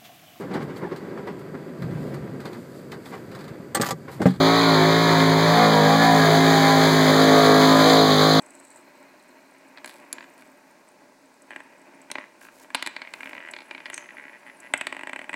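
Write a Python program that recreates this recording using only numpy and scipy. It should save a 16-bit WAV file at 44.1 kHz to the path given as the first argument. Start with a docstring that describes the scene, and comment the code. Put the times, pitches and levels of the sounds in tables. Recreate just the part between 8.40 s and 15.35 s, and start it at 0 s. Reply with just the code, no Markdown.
"""Spinning tops on plywood

A small room, one microphone close above a plywood board. Small tops whirr, chatter and whine as their
tips run over the grain; rims and fingers knock on the wood, ringing its modes. Tops collide, one runs
into a bunch of keys, a metal one chimes. A hand sweeps past and drops a freshly spun top, which skids
and bounces about. Behind it all lie the room's short decay and a steady hiss."""
import sys
import numpy as np
from scipy import signal
from scipy.fft import rfft, irfft, next_fast_len
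from scipy.io import wavfile

SR = 44100
rng = np.random.default_rng(int(sys.argv[2]) if len(sys.argv) > 2 else 0)


def transcribe(u):
    """Save the signal u as a 16-bit wav file named by the first command-line argument.

    u: samples, shape (n,) or (channels, n), limited to [-1, 1]; the rate is SR.
    q: integer samples, one column per channel.
    """
    v = np.clip(np.atleast_2d(u).T, -1, 1)
    q = np.round(v * 32767).astype(np.int16)
    wavfile.write(sys.argv[1], SR, q)


N = 306495
TIME = np.arange(N) / SR
AGE = TIME[:SR // 8]   # seconds since a contact


# tips spinning just below the microphone: t/s, whirr level/dB, chatter level/dB (both before trim)
SPIN = [(0.0, -52.5, -53.6), (1.2, -55.5, -53), (1.66, -50.5, -47.5), (2.22, -55, -57.4),
        (2.94, -57, -61.5), (3.23, -54, -51), (4.14, -54.5, -57), (4.59, -56.5, -44.5), (4.99, -50, -50),
        (5.34, -56, -45.5), (5.57, -53.5, -45.5), (6.27, -55.5, -51.5), (6.54, -52, -49),
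        (6.95, -52.5, -66)]
def spinning(whirr_trim_db=-0.98, chatter_trim_db=-6.5):
    """Smooth rolling gives a dull whirr, tiny hops a brighter chatter; both swell as the tops wobble."""
    whirr_db, chatter_db = in_time(SPIN)
    wobble_db = drift(rate=27)
    rolling = cut(board_bumps(per_s=2500, spread_db=3), 476, "low", order=1)
    whirr = rms_one(cut(rolling, 1540, "low"))
    chatter = rms_one(cut(board_bumps(per_s=900, spread_db=2), 2750, "low", order=6))
    return (whirr * from_db(whirr_trim_db + whirr_db + wobble_db)
            + chatter * from_db(chatter_trim_db + chatter_db + wobble_db))


def board_bumps(per_s, spread_db):
    """Tips bump over the grain and ring the board at six spots."""
    bumps, spot = clicks(per_s, spread_db), rng.integers(0, 6, N)
    out = np.zeros(N)
    for k in np.unique(spot):
        ring = board_ring(new_place(), place_db=1.5, detune=0.026)
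        out += signal.oaconvolve(bumps * (spot == k), ring)[:N]
    return out


# modes of the plywood board: f/Hz, level/dB, t60/s
BOARD = [(268.8, -12.5, 0.044), (349.3, -13, 0.029), (605, -9.5, 0.027), (847, -8.5, 0.029),
         (1020, -4.5, 0.017), (1417, -6, 0.015), (1610, -5, 0.023), (1961, -2.5, 0.018),
         (2216, -5.5, 0.024), (2441, -4, 0.029), (2707, -10, 0.033), (2960, -6.5, 0.02), (3520, -5, 0.0065)]
def board_ring(place, place_db, detune, thump_db=0):
    """One blow on the board: its place sets how strongly each mode rings, its weight the low ones."""
    hz, db, t60 = np.transpose(BOARD)[:, :, None]
    shift = 1 + detune * rng.standard_normal(hz.shape)
    signs = (-1) ** np.arange(len(BOARD))[:, None]
    gain = from_db(db + place_db * place[:, None] + thump_db * (hz < 1200))
    modes = signs * gain * struck(t60, rise_s=0.00005) * np.sin(2 * np.pi * hz * shift * AGE)
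    return attack_one(modes.sum(axis=0))


def new_place():
    """A random spot on the board, as one weight for each mode."""
    return rng.standard_normal(len(BOARD))


# the hardest contacts: t/s, board level/dB, crack level/dB, top's ring level/dB
STRIKES = [(1.4443, -37, -44, -64), (1.459, -45, -48, -44), (1.7278, -41.5, -39, -30),
           (3.7148, -37, -37.5, -34.5), (4.3465, -24, -27.5, -60), (4.3507, -28.5, -34, -38),
           (4.4246, -28.5, -34.5, -44), (4.4625, -32, -34, -47), (4.472, -29.5, -35.5, -43),
           (4.7371, -34.5, -42, -61), (5.5, -36, -54, -49), (5.5423, -44, -48, -34.5),
           (5.578, -34.5, -50, -40), (6.3372, -18.5, -40, -30.5), (6.411, -27, -44, -40),
           (6.4687, -27.5, -37.5, -41)]
# spectrum of a contact's dry crack: f/Hz, level/dB
CRACK_SPECTRUM = [(2400, -9), (3400, 9), (4200, 12.5), (5300, 1.5), (6300, -5), (8000, 4.5), (12000, -13.5),
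                  (16000, -19)]
# the two notes of whichever top is being knocked about: from t/s, main f/Hz, second f/Hz
TOP_NOTES = [(0, 7950, 9000), (1.3, 10850, 7250), (2.5, 9135, 6168), (4.2, 10970, 7800), (5.52, 8480, 6400),
             (6.1, 8020, 8400)]
def strikes():
    """A hard contact cracks and rings both board and top; quick bounces land on the same spot."""
    out, rough, last = np.zeros(N), noise(CRACK_SPECTRUM), -1
    for s, board_db, crack_db, ring_db in STRIKES:
        if s - last > .03:
            place, start = new_place(), rng.integers(N - len(AGE))
        last = s
        crack = attack_one(rough[start:start + len(AGE)] * struck(t60=0.016, rise_s=0.00032))
        _, main_hz, second_hz = TOP_NOTES[sum(s > row[0] for row in TOP_NOTES[1:])]
        main = top_ring(main_hz, t60=0.016, snap_db=-13.5)
        second = top_ring(second_hz, t60=0.0027, snap_db=-6.0)
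        ring = attack_one(main + from_db(-3.5) * second)
        board = board_ring(place, place_db=2.0, detune=0.02, thump_db=thump_at(s))
        board = with_hollow(board, s, hollow_db=-9)
        # a brief, hard contact puts less into the board's bass
        board = attack_one(cut(board, 170, "high", order=1))
        add(out, s, from_db(board_db) * board + from_db(crack_db) * crack + from_db(ring_db) * ring)
    return out


def top_ring(hz, t60, snap_db):
    """A top's own high, short note, started by a gritty snap."""
    tone = np.sin(2 * np.pi * hz * (1 + rng.normal(0, 0.0031)) * AGE)
    note = attack_one(tone * struck(t60, rise_s=0.00035))
    burst = rng.standard_normal(len(AGE)) * struck(t60=0.018, rise_s=0.00061)
    snap = attack_one(cut(burst, [0.83 * hz, 1.28 * hz], "band"))
    return attack_one(note + from_db(snap_db) * snap)


# lift of the board's low modes in a contact: t/s, level/dB
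THUMP = [(1.75, 3.5), (3.75, 4), (4.35, 0.5), (5.0, -2.5), (5.31, 1), (5.7, -6.5), (6.34, -1), (6.65, 2.5)]
def thump_at(s):
    """The low modes are full in falls and thin in light skittering."""
    return np.interp(s, *np.transpose(THUMP))


# hollow note of a contact: t/s, f/Hz
HOLLOW_NOTE = [(3.15, 1730), (3.75, 2014), (4.35, 1020), (4.42, 2000), (4.85, 2200), (5.05, 1867),
               (5.31, 2471), (5.46, 1930), (6.67, 1940), (6.89, 1950)]
def with_hollow(board, s, hollow_db):
    """Add a hollow, woody note, which shifts as the tops wander over the board."""
    hollow = resonance(board, np.interp(s, *np.transpose(HOLLOW_NOTE)), width_hz=240)
    return attack_one(board + from_db(hollow_db) * attack_one(hollow))


def taps():
    """A rim or hand rings the board with a hollow note and faint dry edge; quick touches share a spot."""
    out, last = np.zeros(N), -1
    rough = cut(noise(CRACK_SPECTRUM), 4300, "low")
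    for s, board_db, edge_db, hollow_db in soft_touches():
        if abs(s - last) > .019:
            place = new_place()
        last = s
        start = rng.integers(N - len(AGE))
        edge = attack_one(rough[start:start + len(AGE)] * struck(t60=0.021, rise_s=0.00038))
        board = board_ring(place, place_db=2.2, detune=.015, thump_db=thump_at(s))
        board = with_hollow(board, s, hollow_db)
        # a soft contact leaves the board's treble quiet
        board = attack_one(cut(board, 3050, "low", order=4))
        add(out, s, from_db(board_db) * board + from_db(edge_db) * edge)
    return out


# dull knocks on the wood, alone or in quick runs, from a rim or hand: t/s, board level/dB
KNOCKS = [(2.021, -49.5), (3.1057, -39), (3.1606, -34.5), (3.203, -41.5), (3.701, -39.5), (3.734, -58),
          (4.245, -51.5), (4.303, -42.5), (4.8056, -36.5), (5.531, -37.5), (6.5249, -30.5), (6.547, -41.2),
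          (6.5655, -35.2), (6.5922, -37), (6.61, -38.5), (6.633, -33.5), (6.6712, -32.5), (6.6939, -34),
          (6.7314, -31), (6.76, -32), (6.7908, -34.3), (6.8146, -38.5), (6.8418, -40.5), (6.8933, -31.5),
          (6.93, -32.5), (6.9401, -29.2)]
# a top bounces on its rim: t/s, board level/dB, edge level/dB, first hop/s, number of touches
BOUNCES = [(1.3736, -45, -51, 0.0082, 2), (1.475, -45, -50.5, 0.019, 3), (1.7825, -39.5, -53, 0.024, 4),
           (3.754, -29, -47.5, 0.029, 2), (4.564, -32, -40.5, 0.053, 2), (4.831, -35, -54, 0.026, 2),
           (4.8716, -38.5, -65, 0.021, 3), (4.931, -37.5, -54, 0.019, 4), (4.979, -37.5, -65, 0.024, 2),
           (5.136, -36.5, -44, 0.028, 5), (5.3099, -34.5, -48, 0.038, 4), (5.4565, -35, -46, 0.0058, 2)]
# quick runs of light taps, from a leaning top or fingers bumping the board:
# start t/s, end t/s, tap rate/Hz, board level/dB
TAP_RUNS = [(3.115, 3.139, 114, -45), (3.8, 3.843, 102, -45.5), (4.014, 4.097, 56, -49),
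            (4.625, 4.68, 42, -42.5), (5.012, 5.106, 81, -44), (5.591, 5.665, 60, -48),
            (5.689, 5.722, 60, -43), (5.768, 5.824, 72, -46), (5.838, 5.897, 71, -45),
            (5.931, 5.972, 121, -49.5), (6.064, 6.099, 120, -47), (6.222, 6.271, 124, -48)]
def soft_touches(hop_ratio=.8, loss_db=3, hollow_db=-6, run_hollow_db=1):
    """Dull knocks, bounces that get shorter and weaker, and evenly spaced runs of light taps."""
    # t/s, board level/dB, edge level/dB, hollow note against the board/dB
    touches = [(s, board_db, board_db - 24, hollow_db) for s, board_db in KNOCKS]
    for s, board_db, edge_db, hop_s, count in BOUNCES:
        for k in range(round(count)):
            touches.append((s, board_db - k * loss_db, edge_db - k * loss_db, hollow_db))
            s += hop_s * hop_ratio ** k
    for start, end, taps_per_s, board_db in TAP_RUNS:
        for s in np.arange(start, end, 1 / taps_per_s):
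            db = board_db + rng.normal(0, 2.3)
            touches.append((s, db, db - 25, run_hollow_db))
    return touches


def skid(start_s=4.355, db=-41.5, t60=0.49):
    """The dropped top lands at full spin and grinds over the wood: a dense, bright, dying clatter."""
    envelope = np.zeros(N)
    add(envelope, start_s, from_db(db) * dying(t60, TIME[:SR]))
    grit = cut(clicks(per_s=3300, spread_db=-1), [1000, 5000], "band", order=4)
    return envelope * rms_one(cut(grit, 4500, "low", order=1))


def thuds():
    """A faint low thud near 135 Hz under each strike and knock."""
    pulses, pulse = np.zeros(N), attack_one(struck(t60=0.033, rise_s=0.0017))
    for s, board_db, *_ in list(STRIKES) + list(KNOCKS):
        add(pulses, s, from_db(board_db - 19) * pulse)
    return resonance(pulses, hz=135, width_hz=30)


# single grazes of a rim: t/s, ring level/dB
GRAZES = [(3.02, -55.5), (3.616, -56), (5.112, -45.5), (6.202, -49), (6.3758, -39.5)]
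def grazes(note_hz=7950):
    """A nudge or graze rings a top's own note; it also sounds faintly with each knock."""
    out = np.zeros(N)
    with_knocks = [(s, board_db - 20) for s, board_db in KNOCKS]
    for s, db in nudges() + list(GRAZES) + with_knocks:
        add(out, s, from_db(db) * top_ring(note_hz, t60=0.026, snap_db=-2.5))
    return out


def nudges(count=8, start_s=.0208, first_gap_s=.041, gap_growth=1.055, db=-53):
    """Two tops nudge each other ever more slowly as they drift apart: rows of t/s, level/dB."""
    gaps = first_gap_s * gap_growth ** np.arange(count)
    return [(s, db + rng.normal(0, 1)) for s in start_s + np.cumsum(gaps) - gaps]


# hits on the metal top: t/s, level/dB
CHIMES = [(5.524, -48.5), (5.556, -46.5), (5.574, -54)]
# modes of the metal top: f/Hz, level/dB, t60/s
METAL_MODES = [(6210, 4, 0.18), (6340, 1, 0.13), (6800, 11, 0.016), (8100, 6, 0.011)]
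def chimes():
    """The metal top clinks under quick touches that catch each mode differently, then buzzes faintly."""
    out, age = np.zeros(N), TIME[:SR // 2]
    contact = (1 - np.exp(-age / .003)) * (dying(0.04, age) + from_db(-20) * dying(.4, age))
    for s, db in CHIMES:
        for hz, mode_db, t60 in METAL_MODES:
            touches = energy_one(clicks(per_s=860, spread_db=7)[:len(age)] * contact)
            ring = dying(t60, age) * np.sin(2 * np.pi * hz * age)
            add(out, s, from_db(db + mode_db) * signal.oaconvolve(touches, ring))
    return out


# a top runs into the keys: t/s, level/dB
KEY_HITS = [(1.475, -51.5), (1.977, -60)]
# modes of the keys: f/Hz, width/Hz
KEY_MODES = [(4200, 2840), (7800, 970), (9100, 470), (10800, 280)]
def keys(t60=0.53):
    """Pushed keys jostle each other in a dying shower of tiny clinks."""
    clinks, motion = clicks(per_s=600, spread_db=3.5), np.zeros(N)
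    jangle = rms_one(sum(resonance(clinks, hz, width_hz) for hz, width_hz in KEY_MODES))
    for s, db in KEY_HITS:
        add(motion, s, from_db(db) * dying(t60, TIME[:SR]))
    return jangle * motion


# a dry tip keeps its top singing: start t/s, end t/s, f/Hz, width/Hz, level/dB, catch rate/Hz
WHINES = [(0, 0.43, 7950, 1500, -63.5, 1000), (0, 1.3, 4130, 520, -73, 670),
          (0.2, 2.4, 13600, 900, -77.5, 1800), (5.1, 6.4, 10770, 754, -69.5, 310),
          (6.165, 6.18, 8600, 706, -59, 930)]
def whines():
    """A tip catches on the wood and rings its top: a thin whine if often, specks and pings if seldom."""
    out, grip = np.zeros(N), from_db(3 * drift(rate=150) + 2.5 * drift(rate=14))
    for start, end, hz, width_hz, db, per_s in WHINES:
        catches = clicks(per_s, spread_db=2.5) * grip
        whine = rms_one(resonance(resonance(catches, hz, width_hz), hz, width_hz))
        fade_s = .2 * (end - start)
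        fade = np.clip(np.minimum(TIME - start, end - TIME) / fade_s + .5, 0, 1)
        out += from_db(db) * fade * whine
    pings = sum(resonance(clicks(per_s=8, spread_db=2.5), hz, width_hz=200) for hz in TOP_NOTES[0][1:])
    return out + from_db(-74.5) * rms_one(pings)


# hand and sleeve pass over the board, near the microphone: start t/s, length/s, level/dB
SWEEPS = [(3.994, 0.11, -57.5), (4.098, 0.18, -58.5), (4.65, 0.38, -61.5)]
# spectrum of sliding skin and cloth: f/Hz, level/dB
SLEEVE_SPECTRUM = [(1000, 1), (3000, 0.5), (8000, 3.5), (11000, 1), (16000, -4)]
def hand_sweeps():
    """Skin and cloth slide with an uneven hiss that swells and fades with each sweep."""
    swells = sum(from_db(db) * np.sin(np.pi * np.clip((TIME - start) / length, 0, 1))
                 for start, length, db in SWEEPS)
    return noise(SLEEVE_SPECTRUM) * swells * from_db(4.5 * drift(rate=300))


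# echoes from boxes and walls close to the board: delay t/s, level/dB
ECHOES = [(.0031, -24), (.0083, -26.5)]
# decay of the small room: f/Hz, t60/s
ROOM_T60 = [(150, 0.36), (2500, 0.36), (5000, 0.65), (12000, 0.15)]
def room(x):
    """The direct sound reaches the microphone first, then close echoes and a soft, diffuse tail."""
    age = TIME[:SR * 2 // 3]
    edges_hz = np.geomspace(100, 16000, 9)
    tail = np.zeros(len(age))
    for low, high in zip(edges_hz, edges_hz[1:]):
        band = cut(rng.standard_normal(len(age)), [low, high], "band")
        tail += band * dying(at_hz(ROOM_T60, np.sqrt(low * high)), age)
    tail = energy_one(tail * (1 - np.exp(-age / 0.0023)))
    response = from_db(-12) * cut(tail, 3100, "low", order=1)
    for s, db in ECHOES:
        add(response, s, from_db([db]))
    return x + signal.oaconvolve(x, response)[:N]


# spectrum of the background at the microphone: f/Hz, level/dB
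HISS_SPECTRUM = [(25, -1), (90, -11.5), (170, 12.5), (400, 14), (3000, -3.5), (4200, 1.5), (8200, -1.5),
                 (10500, -6), (12500, -10.5), (16000, -10.5)]
def hiss(db=-61.5):
    """A faint, steady hiss, fullest in the low mids."""
    return from_db(db) * noise(HISS_SPECTRUM)


def from_db(db):
    return 10 ** (np.asarray(db) / 20)


def rms_one(x):
    return x / np.sqrt(np.mean(x ** 2) + 1e-20)


def energy_one(x):
    return x / np.sqrt(np.sum(x ** 2) + 1e-20)


def attack_one(x):
    """Scale so that the first 10 ms have rms 1."""
    return x / np.sqrt(np.mean(x[:SR // 100] ** 2) + 1e-20)


def in_time(rows):
    """The columns of a curve, sample by sample."""
    s, *columns = np.transpose(rows)
    return [np.interp(TIME, s, column) for column in columns]


def at_hz(points, hz):
    """Read a table on a log-frequency axis."""
    points_hz, values = np.transpose(points)
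    return np.interp(np.log(hz + 1e-9), np.log(points_hz), values)


def noise(spectrum):
    """Noise of a given colour, rms 1."""
    size = next_fast_len(N)
    gain = from_db(at_hz(spectrum, np.fft.rfftfreq(size, 1 / SR)))
    return rms_one(irfft(rfft(rng.standard_normal(size)) * gain, size)[:N])


def clicks(per_s, spread_db):
    """Tiny impacts of random size at random moments."""
    sizes = from_db(spread_db * np.minimum(rng.exponential(1, N), 4)) * rng.choice([-1, 1], N)
    return sizes * (rng.random(N) < per_s / SR)


def drift(rate):
    """A line wandering through `rate` random values a second."""
    points = rng.standard_normal(2000)
    return np.interp(TIME * rate, np.arange(len(points)), points)


def cut(x, hz, kind, order=2):
    """Butterworth filter."""
    sections = signal.butter(order, np.minimum(hz, .45 * SR), kind, fs=SR, output="sos")
    return signal.sosfilt(sections, x + 1e-18)


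def resonance(x, hz, width_hz):
    """One resonance, gain 1 at its peak."""
    return signal.lfilter(*signal.iirpeak(hz, hz / width_hz, fs=SR), x + 1e-18)


def dying(t60, age=AGE):
    """A decay of 60 dB in t60 seconds."""
    return np.exp(-np.log(1000) * age / t60)


def struck(t60, rise_s):
    """A quick swell, then a decay."""
    return (1 - np.exp(-AGE / rise_s)) * dying(t60)


def add(track, s, sound):
    """Mix a sound in at time s."""
    start = max(round(s * SR), 0)
    track[start:start + len(sound)] += sound[:max(N - start, 0)]


def scene():
    """Tops, keys and hand in the small room, in mono from close above, over a steady hiss."""
    wood = cut(strikes() + taps() + spinning() + skid(), 190, "high") + thuds()
    direct = wood + grazes() + whines() + chimes() + keys() + hand_sweeps()
    return (room(direct) + hiss())[None]


def record(dry):
    """The microphone's signal is cut steeply above 15.9 kHz."""
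    return signal.sosfilt(signal.ellip(10, .2, 70, 15900, fs=SR, output="sos"), dry)


dry = scene()
out = record(dry)
transcribe(out)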